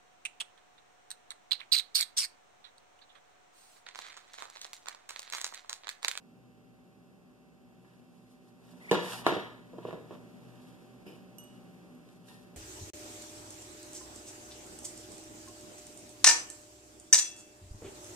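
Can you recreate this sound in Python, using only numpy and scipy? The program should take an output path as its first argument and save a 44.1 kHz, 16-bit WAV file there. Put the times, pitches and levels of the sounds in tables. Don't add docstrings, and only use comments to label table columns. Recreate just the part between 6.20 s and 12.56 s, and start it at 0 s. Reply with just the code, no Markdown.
import sys
import numpy as np
from scipy import signal
from scipy.fft import rfft, irfft, next_fast_len
from scipy.io import wavfile
from scipy.ndimage import map_coordinates

SR = 44100
rng = np.random.default_rng(int(sys.argv[2]) if len(sys.argv) > 2 else 0)


def transcribe(signal):
    frames = np.atleast_2d(signal).T
    limited = np.clip(frames, -1, 1)
    pcm = np.round(limited * 32767).astype(np.int16)
    wavfile.write(sys.argv[1], SR, pcm)


N = 280476


def amp(db):
    return 10 ** (np.asarray(db) / 20)


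def unit(x):
    return x / np.sqrt(np.mean(x ** 2) + 1e-20)


def along(points, hz):
    f, *columns = np.transpose(points)
    return np.squeeze([np.interp(np.log(hz + 1), np.log(f + 1), values) for values in columns])


def curves(rows):
    s, *columns = np.transpose(rows)
    return [np.interp(np.arange(N) / SR, s, values) for values in columns]


def wobble(rate):
    knots = rng.standard_normal(int(N * rate / SR) + 4)
    return map_coordinates(knots, [np.arange(N) * rate / SR])


def filtered(x, response):
    n = x.shape[-1]
    m = next_fast_len(n + 8192)
    return irfft(rfft(x, m) * response(np.fft.rfftfreq(m, 1 / SR)), m)[..., :n]


def resonances(modes):
    return lambda f: sum(amp(db) * 1j * f * width / (hz * hz - f * f + 1j * f * width)
                         for hz, width, db in modes)


SPACING_S = 21.4 / 44100


def likeness(hz):
    return np.sinc(2 * hz * SPACING_S)


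def diffuse(size, gain=np.ones_like):
    mid_side = lambda hz: gain(hz) * np.sqrt([1 + likeness(hz), 1 - likeness(hz)])
    mid, side = filtered(rng.standard_normal((2, size)), mid_side)
    return unit(np.array([mid + side, mid - side]))


# frequency in Hz, time to fall 60 dB in seconds.
KITCHEN = [(100, 0.54), (400, 0.43), (1500, 0.65), (4000, 0.62), (12000, 0.19)]


def room(x):
    hz, t, z = signal.stft(diffuse(SR // 2), SR, nperseg=256)
    decay = amp(-60 * t / along(KITCHEN, hz)[:, None])
    tail = signal.istft(z * decay, SR, nperseg=256)[1][:, :SR // 2]
    tail = tail * (1 - np.exp(-np.arange(SR // 2) / SR / 0.00025))
    return signal.fftconvolve(x[None], tail / np.linalg.norm(tail[0]), axes=1)


def placed(x, s, wet_db, lag_ms, pan_db):
    wet = amp(wet_db) * room(x)
    delay_s = np.array([[lag_ms / 1000], [0]])
    direct = filtered(np.pad(x, (0, SR // 2 - 1)), lambda hz: np.exp(-2j * np.pi * hz * delay_s))
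    both = direct * amp([[pan_db / 2], [-pan_db / 2]]) + wet
    return np.pad(both, ((0, 0), (round(s * SR), N)))[:, :N]


# time in seconds, level in dB.
ROOM_TONE = [(0.0, -60.5), (2.32, -60.5), (2.62, -56.5), (2.92, -52.5), (3.08, -50.5), (3.4, -56.5),
             (3.58, -54.5), (3.75, -54.5), (4.04, -54.5), (4.64, -56), (5.69, -55), (6.0, -58), (6.36, -55)]
# frequency in Hz, relative density in dB per Hz.
AIR = [(25, -38), (60, -4.5), (110, -22), (200, 2.5), (400, -3.5), (800, -14), (2000, -18.5), (4000, -26),
       (8000, -31), (14000, -34.5)]
# centre in Hz, width in Hz, level in dB over the room tone.
DRONE = [(121.6, 9.7, -6.5), (175.3, 20.6, -4), (247.3, 10.9, -4.5), (375.4, 32, -12.5)]
# pitch in Hz, mean level in dB over the opening room tone,
# dB lost against the room tone for each dB that it swells.
WHINE = [(592.4, -12, -0.53), (767, -9.5, 0.4), (1048, -26, 1.5), (2693, -20, 0.3)]


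def fridge():
    level_db, = curves(ROOM_TONE)
    t = np.arange(N) / SR
    sound = amp(-2) * diffuse(N, lambda hz: amp(along(AIR, hz)))
    for hz, width, db in DRONE:
        sound += amp(db) * diffuse(N, lambda f: np.exp(-((f - hz) / width) ** 2))
    for hz, db, steady in WHINE:
        gain = amp(db + wobble(3.63) - steady * (level_db - level_db[0]))
        phase = 2 * np.pi * hz * t + 0.4 * wobble(4.9) + np.array([[0], [np.pi / 2]])
        sound += gain * np.sin(phase)
    return amp(level_db) * sound


# frequency in Hz, relative density in dB per Hz.
CLOTH = [(1500, -2), (4000, 8.5), (7000, 4), (11000, 5), (14500, -5)]
# frequency in Hz, relative density in dB per Hz.
RUBBING = [(300, -45), (600, 17.5), (1000, 20.5), (2000, 8.5), (3300, 4), (5500, -26), (8000, -51),
           (12000, -61)]
# pitch in Hz, width in Hz, relative level in dB.
WORKTOP = [(194.6, 29.5, 7.5), (382.5, 118, 1.5), (471.3, 65, 2), (605, 117, -1), (745, 190, -4),
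           (906, 60, 0), (972, 56, 1), (1067, 90, 0), (1212, 63, 0), (1387, 47, 5), (1722, 100, 11),
           (1925, 290, 12)]
# pitch in Hz, width in Hz, relative level in dB.
DISH = [(944, 46, 0), (1840, 37, 14), (2813, 610, 10), (3326, 44, 9.5), (3670, 110, 10), (5420, 91, 1),
        (6900, 180, -10), (9800, 930, -18), (11900, 510, -20)]
# loudest moment in seconds, swell and fade in seconds (each spans 20 dB),
# cloth level in dB, rubbing level in dB.
STROKES = [(1.7, 0.26, 0.5, -78, -76), (1.98, 0.11, 0.24, -76, -83), (2.13, 0.11, 0.081, -71, -85),
           (2.27, 0.091, 0.12, -74, -75), (2.52, 0.16, 0.058, -66.5, -67.5), (2.69, 0.17, .12, -63, -63),
           (2.78, 0.077, 0.045, -72, -44.5), (2.922, 0.15, 0.15, -45, -43), (3.08, 0.045, 0.22, -59, -39.5),
           (3.69, 0.11, 0.12, -69, -54.5), (3.94, 0.091, 0.062, -73, -60.5), (4.45, 0.6, 0.56, -70.5, -69),
           (4.871, 0.023, 0.22, -67.5, -64), (5.3, 0.2, 0.44, -72, -73), (5.9, 0.093, 0.24, -71.5, -76),
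           (6.09, 0.059, 0.21, -60, -66.5)]
SWELL_ROUND, FADE_ROUND = 1.64, 1.48
CHATTER_PER_S, CHATTER_DB = 320, -4.5
CHATTER_SCATTER_DB = 3.5


def rustle():
    s, swell_s, fade_s, cloth_db, rubbing_db = np.transpose(STROKES)[:, :, None]
    t = np.arange(0, N, 64) / SR - s
    swell = np.abs(t / swell_s) ** SWELL_ROUND
    fade = np.abs(t / fade_s) ** FADE_ROUND
    shape_db = -20 * np.where(t < 0, swell, fade)
    strength = lambda db: np.repeat(np.linalg.norm(amp(db + shape_db), axis=0), 64)[:N]

    cloth_grain = amp(0.71 * wobble(400) + 1.6 * wobble(60))
    cloth = unit(cloth_grain * diffuse(N, lambda hz: amp(along(CLOTH, hz))))

    colour = lambda hz: amp(along(RUBBING, hz)) + np.abs(resonances(DISH)(hz))
    rubbing_grain = amp(2.3 * wobble(90) + 1.3 * wobble(400))
    rubbing = unit(rubbing_grain * diffuse(N, colour))

    taps = (rng.random(N) < CHATTER_PER_S / SR) * amp(CHATTER_SCATTER_DB * rng.standard_normal(N))
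    bodies = lambda hz: resonances(WORKTOP)(hz) + amp(2.0) * resonances(DISH)(hz)
    chatter = unit(filtered(taps, lambda hz: bodies(hz) / (1 + 1j * hz / 3500) ** 2))
    return strength(cloth_db) * cloth + strength(rubbing_db) * (rubbing + amp(CHATTER_DB) * chatter)


# time in seconds, mean pitch in Hz, mean level in dB.
SQUEAK = [(2.58, 1900, -100), (2.62, 1900, -56), (2.64, 2220, -57), (2.67, 2170, -51), (2.7, 2000, -49.5),
          (2.72, 2000, -100)]


def squeak():
    hz, level_db = curves(SQUEAK)
    phase = 2 * np.pi * np.cumsum(hz * (1 + 0.074 * wobble(170))) / SR
    return amp(level_db + 5.9 * wobble(70)) * np.sin(phase + np.array([[0], [2.6]]))


# pitch in Hz, width in Hz, level in dB (applied twice over).
GLASS = [(2500, 410, 0), (2900, 260, -1), (5030, 500, -3.5), (9220, 700, -7.5), (11600, 900, -7)]
NUDGE_S, NUDGE_DB = 4.861, -56.5
NUDGE_RISE_S, NUDGE_T60 = .003, 0.55


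def nudge():
    t = np.maximum(np.arange(N) / SR - NUDGE_S, 0)
    grain = amp(2.8 * wobble(150))
    drag = unit(grain * diffuse(N, lambda hz: np.abs(resonances(GLASS)(hz)) ** 2))
    return amp(NUDGE_DB - 60 * t / NUDGE_T60) * (1 - np.exp(-t / NUDGE_RISE_S)) * drag


# start in seconds, level in dB, loss in dB per octave below 11560 Hz.
CLINK = [(5.1842, -48.5, 2.5), (5.238, -58.5, 14), (5.75, -74, 0)]
# pitch in Hz, relative level in dB, time to fall 60 dB in seconds.
SPOON = [(2892, -1, .26), (6022, -7.5, .24), (8300, -1, .02), (8479, -8, .04), (8455, -15, .45),
         (8520, -16, .45), (10330, -20, .035), (10710, -16, .07), (11560, 1, .06), (11575, -11, .2),
         (13730, -4, .012)]


def spoon():
    t, sound = np.arange(SR // 2) / SR, np.zeros((2, N))
    for s, db, thin_db in CLINK:
        ring = 0
        for hz, level, t60 in SPOON:
            loss_db = thin_db * max(np.log2(11560 / hz), 0)
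            ring = ring + amp(level - loss_db - 60 * t / t60) * np.sin(2 * np.pi * hz * t)
        noise = filtered(rng.standard_normal(len(t)), resonances([(8000, 14000, 0)]))
        tick = 1.9 * amp(-60 * t / 0.0055) * noise
        touch = amp(db) * (ring + amp(-thin_db) * tick)
        sound += placed(touch, s, wet_db=-4.5, lag_ms=0.11, pan_db=-9.0)
    return sound


# start in seconds, peak of the thud in dB, contact time in ms,
# pitch in Hz that the struck spot favours, crack in dB over the thud, room share in dB.
KNOCKS = [(1.647, -55.5, 0.35, 1030, -23, 2), (2.533, -51.5, 0.78, 1010, -30, 4),
          (2.712, -22, 0.4, 1290, -3, -1), (2.7136, -13, 0.72, 425, -16, -1.2),
          (2.7189, -20.5, 0.4, 920, -8, -0.5), (2.7288, -19, 0.5, 700, -15, -6),
          (2.738, -27.5, 0.54, 900, -3, 0.5), (2.746, -23.5, 0.5, 940, -9, -2),
          (2.7508, -24, 0.64, 1100, -14, -10), (3.0654, -7.5, 0.36, 696, -16.5, -3.5),
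          (3.0678, -23, 0.57, 590, -27, 3), (3.074, -29, 0.54, 700, -0.5, -0.5),
          (3.087, -37, 0.57, 1110, 1, -8), (3.096, -34, 0.71, 610, -8, 3), (3.11, -35, 0.28, 1200, -13, -2),
          (3.122, -20.5, 1.05, 498, -36, -6), (3.165, -23, 0.95, 510, -33, -15),
          (3.175, -35, 1.1, 447, -22, 4), (3.533, -41, 1.07, 585, -25, 0), (3.539, -40, 0.75, 600, -35, -3),
          (3.583, -33.5, 1.04, 560, -25, -6), (3.586, -38, 0.93, 895, -30, -4),
          (3.651, -27.5, 0.65, 470, -37, -1), (3.6529, -34, 0.64, 590, -33, -9),
          (3.686, -30.5, 0.78, 560, -26, -5), (3.709, -34, 0.24, 500, -30, -5),
          (3.728, -29, 0.55, 480, -23, 0), (3.734, -33, 0.63, 400, -33, -5),
          (3.908, -34.5, 0.58, 440, -35, -1.5), (3.918, -44, 0.91, 600, -30, 4.5),
          (4.864, -40, 1.23, 380, -27, 4), (4.878, -46, 1.05, 380, -22, 0),
          (5.889, -61, 0.18, 1490, 6.5, -3.5), (6.085, -60.5, .3, 1490, 8.5, 2.5)]
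SNAP_DB, SNAP_S, SNAP_GROWS = -36, .0016, 2


def knocks():
    t, sound = np.arange(SR // 8) / SR, np.zeros((2, N))
    for s, db, contact_ms, spot_hz, crack_db, wet_db in KNOCKS:
        u = 5 * t / (max(contact_ms, .05) / 1000)
        push = u * u * u * np.exp(-u)
        modes = [(hz, width, level - 8.5 * abs(np.log2(hz / spot_hz)) + rng.normal(0, 1))
                 for hz, width, level in WORKTOP]
        thud = filtered(push, resonances(modes))
        thud = thud * (1 - np.exp(-u / 9))
        thud = filtered(thud, lambda hz: (1j * hz / (130 + 1j * hz)) ** 2)

        edge = amp(-60 * t / 0.021) * rng.standard_normal(len(t))
        click = amp(-60 * t / SNAP_S) * rng.standard_normal(len(t))
        crack = amp(crack_db) * (filtered(edge, resonances(DISH)) + 0.006 * edge)
        sharpness = (.5 / max(contact_ms, .2)) ** SNAP_GROWS
        snap = amp(SNAP_DB) * sharpness * np.diff(click, prepend=0)
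        blow = amp(db) * (crack + snap - thud / np.abs(thud).max())
        sound += placed(blow, s, wet_db, lag_ms=0.11, pan_db=-2.6)
    return sound


def scene():
    return fridge() + rustle() + squeak() + nudge() + knocks() + spoon()


# frequency in Hz, share of the right microphone that the left channel loses,
# share of the left microphone that the right channel loses.
STEER = [(298, 1, 0.91), (2160, 1, 0.69), (5100, 0.52, 0.26), (9000, 0.17, 0.2), (14000, 0.23, 0.11)]
TOP_HZ = 14270


def record(dry):
    share = lambda hz: np.clip(along(STEER, hz), 0, .98)
    bass_cut = lambda hz: (1j * hz / 70) / (1 + 1j * hz / 70)

    def even(hz):
        common = 2 * share(hz) * likeness(hz) * np.cos(2 * np.pi * hz * SPACING_S)
        return (hz < TOP_HZ) * bass_cut(hz) / np.sqrt(1 + share(hz) ** 2 - common)

    other = filtered(dry[::-1], lambda hz: share(hz) * np.exp(-2j * np.pi * hz * SPACING_S))
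    rumble = filtered(rng.standard_normal((2, N)), lambda hz: np.exp(-((hz - 60) / 22) ** 2))
    return filtered(dry - other, even) + amp(-80.5) * unit(rumble)


dry = scene()
out = record(dry)
transcribe(out)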